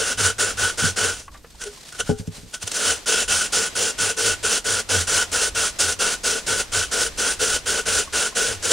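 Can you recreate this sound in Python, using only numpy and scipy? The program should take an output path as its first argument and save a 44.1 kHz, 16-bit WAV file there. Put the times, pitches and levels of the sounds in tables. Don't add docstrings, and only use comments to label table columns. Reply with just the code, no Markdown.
import sys
import numpy as np
from scipy import signal
from scipy.fft import rfft, irfft
from scipy.io import wavfile
from scipy.ndimage import uniform_filter1d

SR = 44100
rng = np.random.default_rng(int(sys.argv[2]) if len(sys.argv) > 2 else 0)


def master(y):
    cut = np.clip(np.atleast_2d(y).T, -1, 1)
    pcm = np.round(cut * 32767)
    wavfile.write(sys.argv[1], SR, pcm.astype(np.int16))


N = 384552

# (start [s], length [s], scratch [dB], sag over the stroke [dB], second push [dB],
#  scratch fade [dB/s], air ring against scratch [dB],
#  bench shake delay [s], shake level [dB], shake pitch [Hz])
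STROKES = [(0.0, 0.13, -23.5, 3, -0.5, 576, -12, .0, -43.5, 96.6),
           (0.175, 0.13, -21.5, 3, 3, 488, -14.5, 0.071, -31.5, 97.4),
           (0.384, 0.13, -19.5, 7.5, -0.5, 492, -11, 0.047, -42, 105.4),
           (0.573, .13, -21.5, 3.5, 1.5, 463, -13.5, 0.061, -37, 96.1),
           (0.776, 0.12, -22, 3.5, 2, 463, -11.5, 0.087, -31.5, 98.7),
           (0.962, 0.13, -21.5, 3, 1.3, 165, -10.5, 0.08, -36, 97),
           (2.733, 0.19, -26.5, -4, 4, 289, -13.5, 0.17, -42, 80),
           (3.06, 0.17, -20, 1, -2, 535, -11.5, 0.17, -45, 68.9),
           (3.28, 0.18, -18.5, 7, 0.5, 478, -19, 0.067, -42, 83),
           (3.524, 0.15, -17.5, 7.5, -0.8, 600, -13.5, 0.071, -50, 93.1),
           (3.753, 0.15, -21, 3.5, 0.5, 567, -10, 0.059, -46, 94),
           (3.982, .13, -21.5, 0.5, -1, 553, -13, 0.056, -42, 99.8),
           (4.168, 0.17, -22, 4, 3, 533, -10.5, .125, -38.5, 97.4),
           (4.43, 0.15, -20, 4.5, 2, 536, -12, 0.023, -48, 98.5),
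           (4.645, 0.16, -23, 1, 0.7, 583, -12.5, .08, -37, 101),
           (4.891, 0.13, -19, 3.5, -2.5, 477, -12, 0.083, -30.5, 90.1),
           (5.071, 0.16, -21.5, 1.5, 3, 550, -17, 0.083, -42, 92.8),
           (5.317, 0.17, -21.5, 5.5, 4.5, 510, -12.5, 0.024, -45, 82),
           (5.549, 0.14, -19, 6, 3, 542, -17.5, .04, -45, 92.8),
           (5.789, 0.14, -18.5, 8, 0, 554, -12.5, 0.083, -40, 85.04),
           (5.992, 0.15, -18.5, 8, 1.7, 482, -13.5, .0, -50, 85),
           (6.236, 0.15, -21.5, 4.5, 0.2, 443, -9.5, 0.0434, -47.5, 81),
           (6.465, 0.15, -22, -0.5, -3, 520, -10.5, .07, -40, 97.5),
           (6.72, 0.12, -19, 4.5, 0, 500, -13.5, 0.073, -38.5, 94.5),
           (6.914, 0.16, -22, 3, 1.5, 560, -11.5, 0.1, -49, 103.7),
           (7.176, 0.15, -22.5, 2, 4, 468, -12, 0.032, -45.5, 73.8),
           (7.393, 0.17, -23, 0, -2.5, 450, -10, .04, -44.5, 68),
           (7.659, 0.14, -20, 3.5, -1.5, 470, -10.5, .05, -41, 80),
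           (7.856, 0.15, -23, -3, -1.3, 400, -11.5, 0.084, -37.5, 80),
           (8.127, 0.15, -20.5, 4, 1, 457, -12.5, .025, -46, 70.5),
           (8.352, 0.18, -19, 7, -0.5, 472, -10.5, 0.19, -40, 98.5),
           (8.625, 0.16, -23, 9, 15, 440, -9, 0.081, -38, 79)]
# (peak time [s], scratch [dB], 12 dB rise [s], decay by 60 dB [s],
#  wall ring against scratch [dB], air ring against scratch [dB])
SCUFFS = [(1.201, -40, 0.017, 0.079, -23, -11), (1.433, -57, 0.0059, 0.045, -20, -20),
          (1.503, -53, 0.0033, 0.066, -20, -20), (1.619, -31.5, 0.014, 0.12, 1, -14),
          (1.639, -28, .002, 0.043, -21, -16), (1.674, -33, 0.028, 0.077, -5, -8),
          (1.925, -38, 0.0025, 0.052, 6, -17), (1.95, -40, .003, 0.035, 7, -12),
          (2.003, -21, 0.012, 0.075, 0, -9), (2.099, -34, 0.04, 0.16, 1, -24),
          (2.189, -38.5, 0.0045, 0.044, -12, -9), (2.205, -46.5, .003, 0.19, -6, 2),
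          (2.275, -40.5, 0.0037, 0.034, -20, -3), (2.543, -26.5, 0.0086, 0.098, -4.5, -31),
          (2.629, -25.5, 0.01, 0.056, -12, -25), (2.678, -24.5, 0.0082, 0.043, -12, -17),
          (2.717, -24.5, .003, 0.041, -9, -15)]
# (time [s], level against scratch [dB])
WALL_RING = [(0, -0.5), (1.1, 0), (2.7, -3.5), (3.7, -4.5), (5, -3.5), (6.2, -4.5), (7.5, -3), (8.72, -4)]
# (frequency [Hz], width [Hz], level [dB])
WALL_MODES = [(1426, 68, -6), (1479, 36.6, -4)]
# (frequency [Hz], width [Hz], level [dB])
OVERTONES = [(2715, 140, -15.5), (2986, 84, -16.5), (3292, 31, -21), (5230, 170, -25.5), (6010, 150, -19.5),
             (7137, 130, -17.5), (9270, 810, -13.5)]
# (time [s], level [dB])
UPPER_RING = [(0, 0.1), (2.8, 0.5), (4.5, 0.5), (6.2, -2.5), (7.5, 0.1), (8.72, -0.5)]
# (frequency [Hz], width [Hz])
AIR_MODE = (447, 55)
# (frequency [Hz], level [dB per Hz])
SUM_COLOUR = [(60, -16), (140, -14), (200, -5.5), (370, -9), (600, -3), (1100, -7.5), (2060, -5.5),
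              (2700, -4), (4000, -3.5), (6000, 1), (9500, -2.5), (11700, -17.5), (13100, -41),
              (14500, -20.5), (15800, -17)]
# (frequency [Hz], level [dB per Hz])
DIFFERENCE_COLOUR = [(60, -15), (320, -14), (700, -9), (1280, -15), (1480, -30), (1620, -12.5), (1910, -24),
                     (2830, -20), (6000, -15), (12000, -16), (14300, -22), (15500, -56.5)]
# (frequency [Hz], share [0-1], lead [rad])
LEAN = [(60, .6, 2.2), (130, .6, 1.8), (260, 0.6, 1.05), (450, 0.77, 0.59), (830, 0.59, 0.27),
        (1320, 0.39, 1.6), (8000, 0.24, 2.4), (12000, .2, 1.7)]
# (frequency [Hz], level [dB per Hz])
CREEP_COLOUR = [(150, -15), (400, -12.5), (900, -17), (2000, -17), (5000, -18), (8000, -21), (11000, -29.5),
                (16000, -43)]
# (loudest time [s], level [dB], rise [s], fall [s])
SLIDES = [(1.19, -49, 0.073, 0.077), (1.349, -51, 0.077, 0.093), (1.58, -51, 0.23, 0.051),
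          (1.78, -45.5, 0.24, .1), (1.88, -43, 0.11, 0.17), (1.98, -42, 0.089, .03),
          (2.08, -40, 0.068, 0.072), (2.2, -44.5, 0.051, 0.025), (2.27, -50.5, .06, .05),
          (2.36, -39.5, 0.066, 0.094), (2.51, -49, 0.16, 0.059), (2.66, -39.5, 0.084, 0.044),
          (2.73, -32, 0.057, 0.034)]
# (frequency [Hz], level [dB per Hz])
DRAG_COLOUR = [(300, -14), (600, -12.5), (1100, -15.5), (2500, -14), (4300, -11.5), (5600, -12.5),
               (9000, -14.5), (11500, -26.5), (16000, -33)]
# (time [s], level [dB], pitch [Hz], rise [s], decay by 60 dB [s],
#  noise against tone [ratio])
TICKS = [(1.281, -32.5, 1110, 0.0013, 0.055, 1.7), (1.325, -47, 1010, 0.0023, 0.043, 0.71),
         (1.345, -46, 1170, 0.0025, 0.14, 5.5), (1.447, -39.5, 464, 0.0048, 0.064, 2.8),
         (1.549, -43, 900, 0.0022, 0.034, 1.1), (1.68, -28, 412, 0.028, 0.14, .05),
         (1.775, -43, 1040, .002, 0.054, .4), (8.077, -32, 1097, 0.0021, .05, 1.5),
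         (8.326, -36, 1060, 0.00186, 0.09, 2.3)]
# (time [s], level before the low cut [dB], sharpness [Hz])
PATS = [(0.826, -24, 220), (0.841, -14.5, 252), (2.03, -37, 90), (2.095, -7.5, 650), (2.102, -7.5, 704),
        (2.116, -10.5, 497), (2.198, -21.5, 222), (2.279, -18, 297), (2.383, -32.5, 400), (2.434, -33, 350),
        (2.463, -38, 600), (2.638, -31, 150)]
# (frequency [Hz], level [dB], decay by 60 dB [s])
BENCH_MODES = [(103, 1.5, 0.12), (165, 2, 0.082), (237, -3, 0.1), (298, -21, 0.076), (432, -3.5, 0.2),
               (474, -6, 0.089), (680, -14, 0.077), (800, -9.5, 0.18), (920, -17, .05)]
# (time [s], level [dB])
RUMBLE = [(0, -50), (1.2, -47.5), (1.9, -57), (2.04, -41), (2.5, -53.5), (4.8, -46), (6.1, -48),
          (7.6, -44.5), (8.3, -48), (8.6, -41), (8.72, -48)]
# (frequency [Hz], level [dB per Hz])
HUSH_COLOUR = [(90, -14), (150, 0), (320, -6), (500, -12), (1380, -21), (5800, -28), (11300, -31),
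               (16000, -32)]
# (frequency [Hz], width [Hz], level [dB])
WHINE = [(12274, 20, -69), (13275, 15, -76)]

BITE_S, BITE_CURVE, BITE_DB, BITE_DECAY_S = 0.031, 0.62, 0.5, 0.024
UNEVEN_DB = 0.66
PUSH_AT, PUSH_WIDTH = 0.68, 0.17
SHAKE_DROP_HZ, SHAKE_DROP_S = 8.1, 0.035
SHAKE_RISE_DB_PER_S, SHAKE_FALL_DB_PER_S, SHAKE_TOP_S = 330, 260, 0.037
HUSH_DB = -57
EDGE_HZ = 15780


def tube():
    scratch, wall, air = contact()[:, None]
    direct = grit(spread_db=1.5, flutter_db=0.93)
    driving = grit(spread_db=1.5, flutter_db=1.0)

    dull = signal.lfilter(*signal.butter(2, 4200, fs=SR), direct)
    bright = direct - dull
    direct = wander(db=0.6) * dull + wander(db=1.13) * bright

    rings = 0
    for hz, width, db in OVERTONES:
        rings = rings + gain_of(db) * wander(db=2.2) * resonate(scratch * driving, hz, width)
    rings = rings * gain_of(curve(UPPER_RING)[0])
    for hz, width, db in WALL_MODES:
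        rings += gain_of(db) * resonate(wall * driving, hz, width)
    rings += gain_of(2.0) * wander(db=1.5, smooth=1200) * resonate(air * driving, *AIR_MODE)
    return gain_of(5.) * microphones(scratch * direct + rings, SUM_COLOUR, DIFFERENCE_COLOUR)


def contact():
    power = np.zeros((3, N))
    for s, length, level_db, sag_db, push_db, fade, air_db, *_ in STROKES:
        t = np.arange(0, length + .2, 1 / SR)
        db = level_db - sag_db * np.minimum(t / length, 1) + BITE_DB * np.exp(-t / BITE_DECAY_S)
        db = db + push_db * np.exp(-((t / length - PUSH_AT) / PUSH_WIDTH) ** 2)
        db = db - fade * np.c_[1, 1.4, 1.3].T * np.maximum(t - length, 0)
        already_moving = s < .01
        bite = np.clip(t / BITE_S + already_moving, 0, 1) ** BITE_CURVE
        wall_db = np.interp(s, *np.transpose(WALL_RING))
        add(power, s - .003, (bite * gain_of(db + np.c_[0, wall_db, air_db].T)) ** 2)
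    power = power * wander(db=UNEVEN_DB, smooth=1200) ** 2

    for s, peak_db, rise, t60, wall_db, air_db in SCUFFS:
        t = np.arange(-2 * rise, t60, 1 / SR)
        db = peak_db + np.where(t < 0, 12 * t / rise, -60 * t / t60)
        add(power, s - 2 * rise, gain_of(db + np.c_[0, wall_db, air_db].T) ** 2)
    return np.sqrt(power)


def grit(spread_db, flutter_db):
    size_db = spread_db * np.minimum(rng.exponential(1, N), 4)
    grains = rng.standard_normal((2, N)) * gain_of(size_db)
    flutter = drift(300)
    return evened(grains * gain_of(flutter_db * flutter))


def microphones(x, sum_points, difference_points):
    hz, lean = np.fft.rfftfreq(N, 1 / SR), np.array(LEAN)
    share = np.clip(read(lean[:, :2], hz), 0, 1)
    lead = read(lean[:, ::2], hz)
    following = share * np.exp(1j * lead) * rfft(x[0])
    independent = np.sqrt(1 - share ** 2) * rfft(x[1])
    other = irfft(following + independent, N)
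    mid, side = coloured(x[0], sum_points), coloured(other, difference_points)
    return np.array([mid + side, mid - side])


def creep(start_db=-41, fade_db_per_s=25):
    level, t = np.zeros(N), np.arange(0, .13, 1 / SR)
    for s, length, *_ in STROKES:
        add(level, s + length, gain_of(start_db - fade_db_per_s * t))
    hiss = evened(coloured(grit(spread_db=1.5, flutter_db=0.5), CREEP_COLOUR))
    a, b = hiss * level * wander(db=1.5)
    return np.array([a + 0.66 * b, a - 0.57 * b])


def paper(edge_db=-20):
    t = np.arange(N) / SR
    power = 0
    for s, db, rise, fall in SLIDES:
        distance = (t - s) / np.where(t < s, rise, fall)
        power = power + gain_of(db + edge_db * distance ** 2) ** 2
    hiss = evened(coloured(grit(spread_db=1.2, flutter_db=2.0), DRAG_COLOUR))
    a, b = hiss * np.sqrt(power)
    return np.array([a + 0.43 * b, a - 0.42 * b])


def fingers():
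    out = np.zeros(N)
    for s, peak_db, hz, rise, t60, noise in TICKS:
        t = np.arange(6000) / SR - rise
        band = signal.butter(2, [550, 2000], "band", fs=SR)
        puff = signal.lfilter(*band, rng.standard_normal(len(t)))
        envelope = np.minimum(1 + t / rise, gain_of(-60 * t / t60))
        tone = np.sin(2 * np.pi * hz * t)
        add(out, s - rise, envelope * gain_of(peak_db) * (tone + noise * puff))
    return out


def judder():
    t, rows = np.arange(N) / SR, np.array(STROKES)
    peak_s, peak_db = rows[:, 0] + rows[:, 7], rows[:, 8]
    power = 0
    for s, db in zip(peak_s, peak_db):
        slope = np.where(t < s, SHAKE_RISE_DB_PER_S, SHAKE_FALL_DB_PER_S)
        rounded_s = np.hypot(t - s, SHAKE_TOP_S) - SHAKE_TOP_S
        power = power + gain_of(db - slope * rounded_s) ** 2

    turning_s = (peak_s[:, None] + [-SHAKE_DROP_S, SHAKE_DROP_S]).ravel()
    turning_hz = (rows[:, 9:] + [SHAKE_DROP_HZ, -SHAKE_DROP_HZ]).ravel()
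    hz = np.interp(t, turning_s, turning_hz)
    turn = 2 * np.pi * np.cumsum(hz) / SR
    a, b = evened(resonate(resonate(rng.standard_normal((2, N)), hz, 32), hz, 32))
    mid = 1.6 * np.sin(turn) + 0.3 * np.sin(2 * turn) + 0.61 * a
    side = 0.19 * np.cos(turn) - 0.24 * np.sin(turn) + 0.62 * b
    return np.sqrt(power) * np.array([mid + side, mid - side])


def pats():
    boom, t = np.zeros(N), np.arange(SR // 3) / SR
    hz, db, t60 = np.transpose(BENCH_MODES)[:, :, None]
    chances = rng.standard_normal((len(PATS), 2, len(BENCH_MODES), 1))
    for (s, peak_db, sharp_hz), (level_chance, pitch_chance) in zip(PATS, chances):
        decay = gain_of(db + 2 * level_chance - 60 * t / t60)
        ring = (decay * np.cos(2 * np.pi * hz * (1 + .03 * pitch_chance) * t)).sum(0)
        blow = np.convolve(np.hanning(int(SR / sharp_hz)), ring)
        add(boom, s - .002, gain_of(peak_db) * blow / abs(blow).max())
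    boom = signal.lfilter(*signal.butter(2, 70, "high", fs=SR), boom)
    low = signal.lfilter(*signal.butter(2, 250, fs=SR), boom)
    return boom + np.c_[-.35, .35].T * low + np.c_[.35, -.35].T * (boom - low)


def room(x, t60=.35, wet_db=-26, dull_hz=5000):
    taps = np.zeros((2, 16000))
    at = np.arange(200, 15980, 20) + rng.integers(0, 20, (2, 789))
    reflections = rng.choice([-1., 1.], at.shape) * gain_of(-60 * at / SR / t60)
    np.put_along_axis(taps, at, reflections, 1)
    taps = signal.lfilter(*signal.butter(1, dull_hz, fs=SR), taps / np.linalg.norm(taps[0]))
    return x + gain_of(wet_db) * signal.oaconvolve(x, taps, axes=1)[:, :N]


def hush():
    a, b = gain_of(HUSH_DB) * evened(coloured(rng.standard_normal((2, N)), HUSH_COLOUR))
    level = gain_of(curve(RUMBLE, silent=-55)[0]) * wander(db=2.5, smooth=6000)
    rumble = level * evened(resonate(resonate(rng.standard_normal(N), 39, 57), 39, 57))
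    tones = sum(gain_of(db) * resonate(rng.standard_normal(N), hz, width) for hz, width, db in WHINE)
    wide = 0.1 * np.roll(rumble, SR) * np.c_[1, -1].T
    return np.array([a + .5 * b, a - .5 * b]) + tones + rumble * np.c_[.93, 1.07].T + wide


def resonate(x, hz, width):
    turn = np.exp(2j * np.pi * np.cumsum(hz * np.ones(N)) / SR)
    r = np.exp(-np.pi * width / SR)
    smooth = signal.lfilter([1], [1, -r], x / turn)
    return np.sqrt(2 * (1 - r * r)) * (turn * smooth).real


def coloured(x, points):
    hz = np.fft.rfftfreq(N, 1 / SR)
    return irfft(rfft(x) * gain_of(read(points, hz)), N)


def read(points, hz):
    f, value = np.transpose(points)
    return np.interp(np.log(hz + 1), np.log(f + 1), value)


def curve(rows, silent=-90):
    s, *columns = np.transpose(rows)
    return [np.interp(np.arange(N) / SR, s, c, silent, silent) for c in columns]


def drift(smooth):
    noise = rng.standard_normal(N)
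    return evened(uniform_filter1d(uniform_filter1d(noise, smooth), smooth))


def wander(db, smooth=2500):
    return gain_of(db * drift(smooth))


def gain_of(db):
    return 10 ** (np.asarray(db) / 20)


def evened(x):
    return x / np.sqrt(np.mean(x ** 2, -1, keepdims=True) + 1e-20)


def add(mix, s, sound):
    part = mix[..., max(round(s * SR), 0):][..., :sound.shape[-1]]
    part += sound[..., :part.shape[-1]]


def scene():
    return room(tube() + creep() + paper() + fingers()) + judder() + pats() + hush()


def record(dry):
    low_pass = signal.firwin(511, EDGE_HZ, window=("kaiser", 9), fs=SR)
    return signal.oaconvolve(dry, low_pass[None], "same")


dry = scene()
out = record(dry)
master(out)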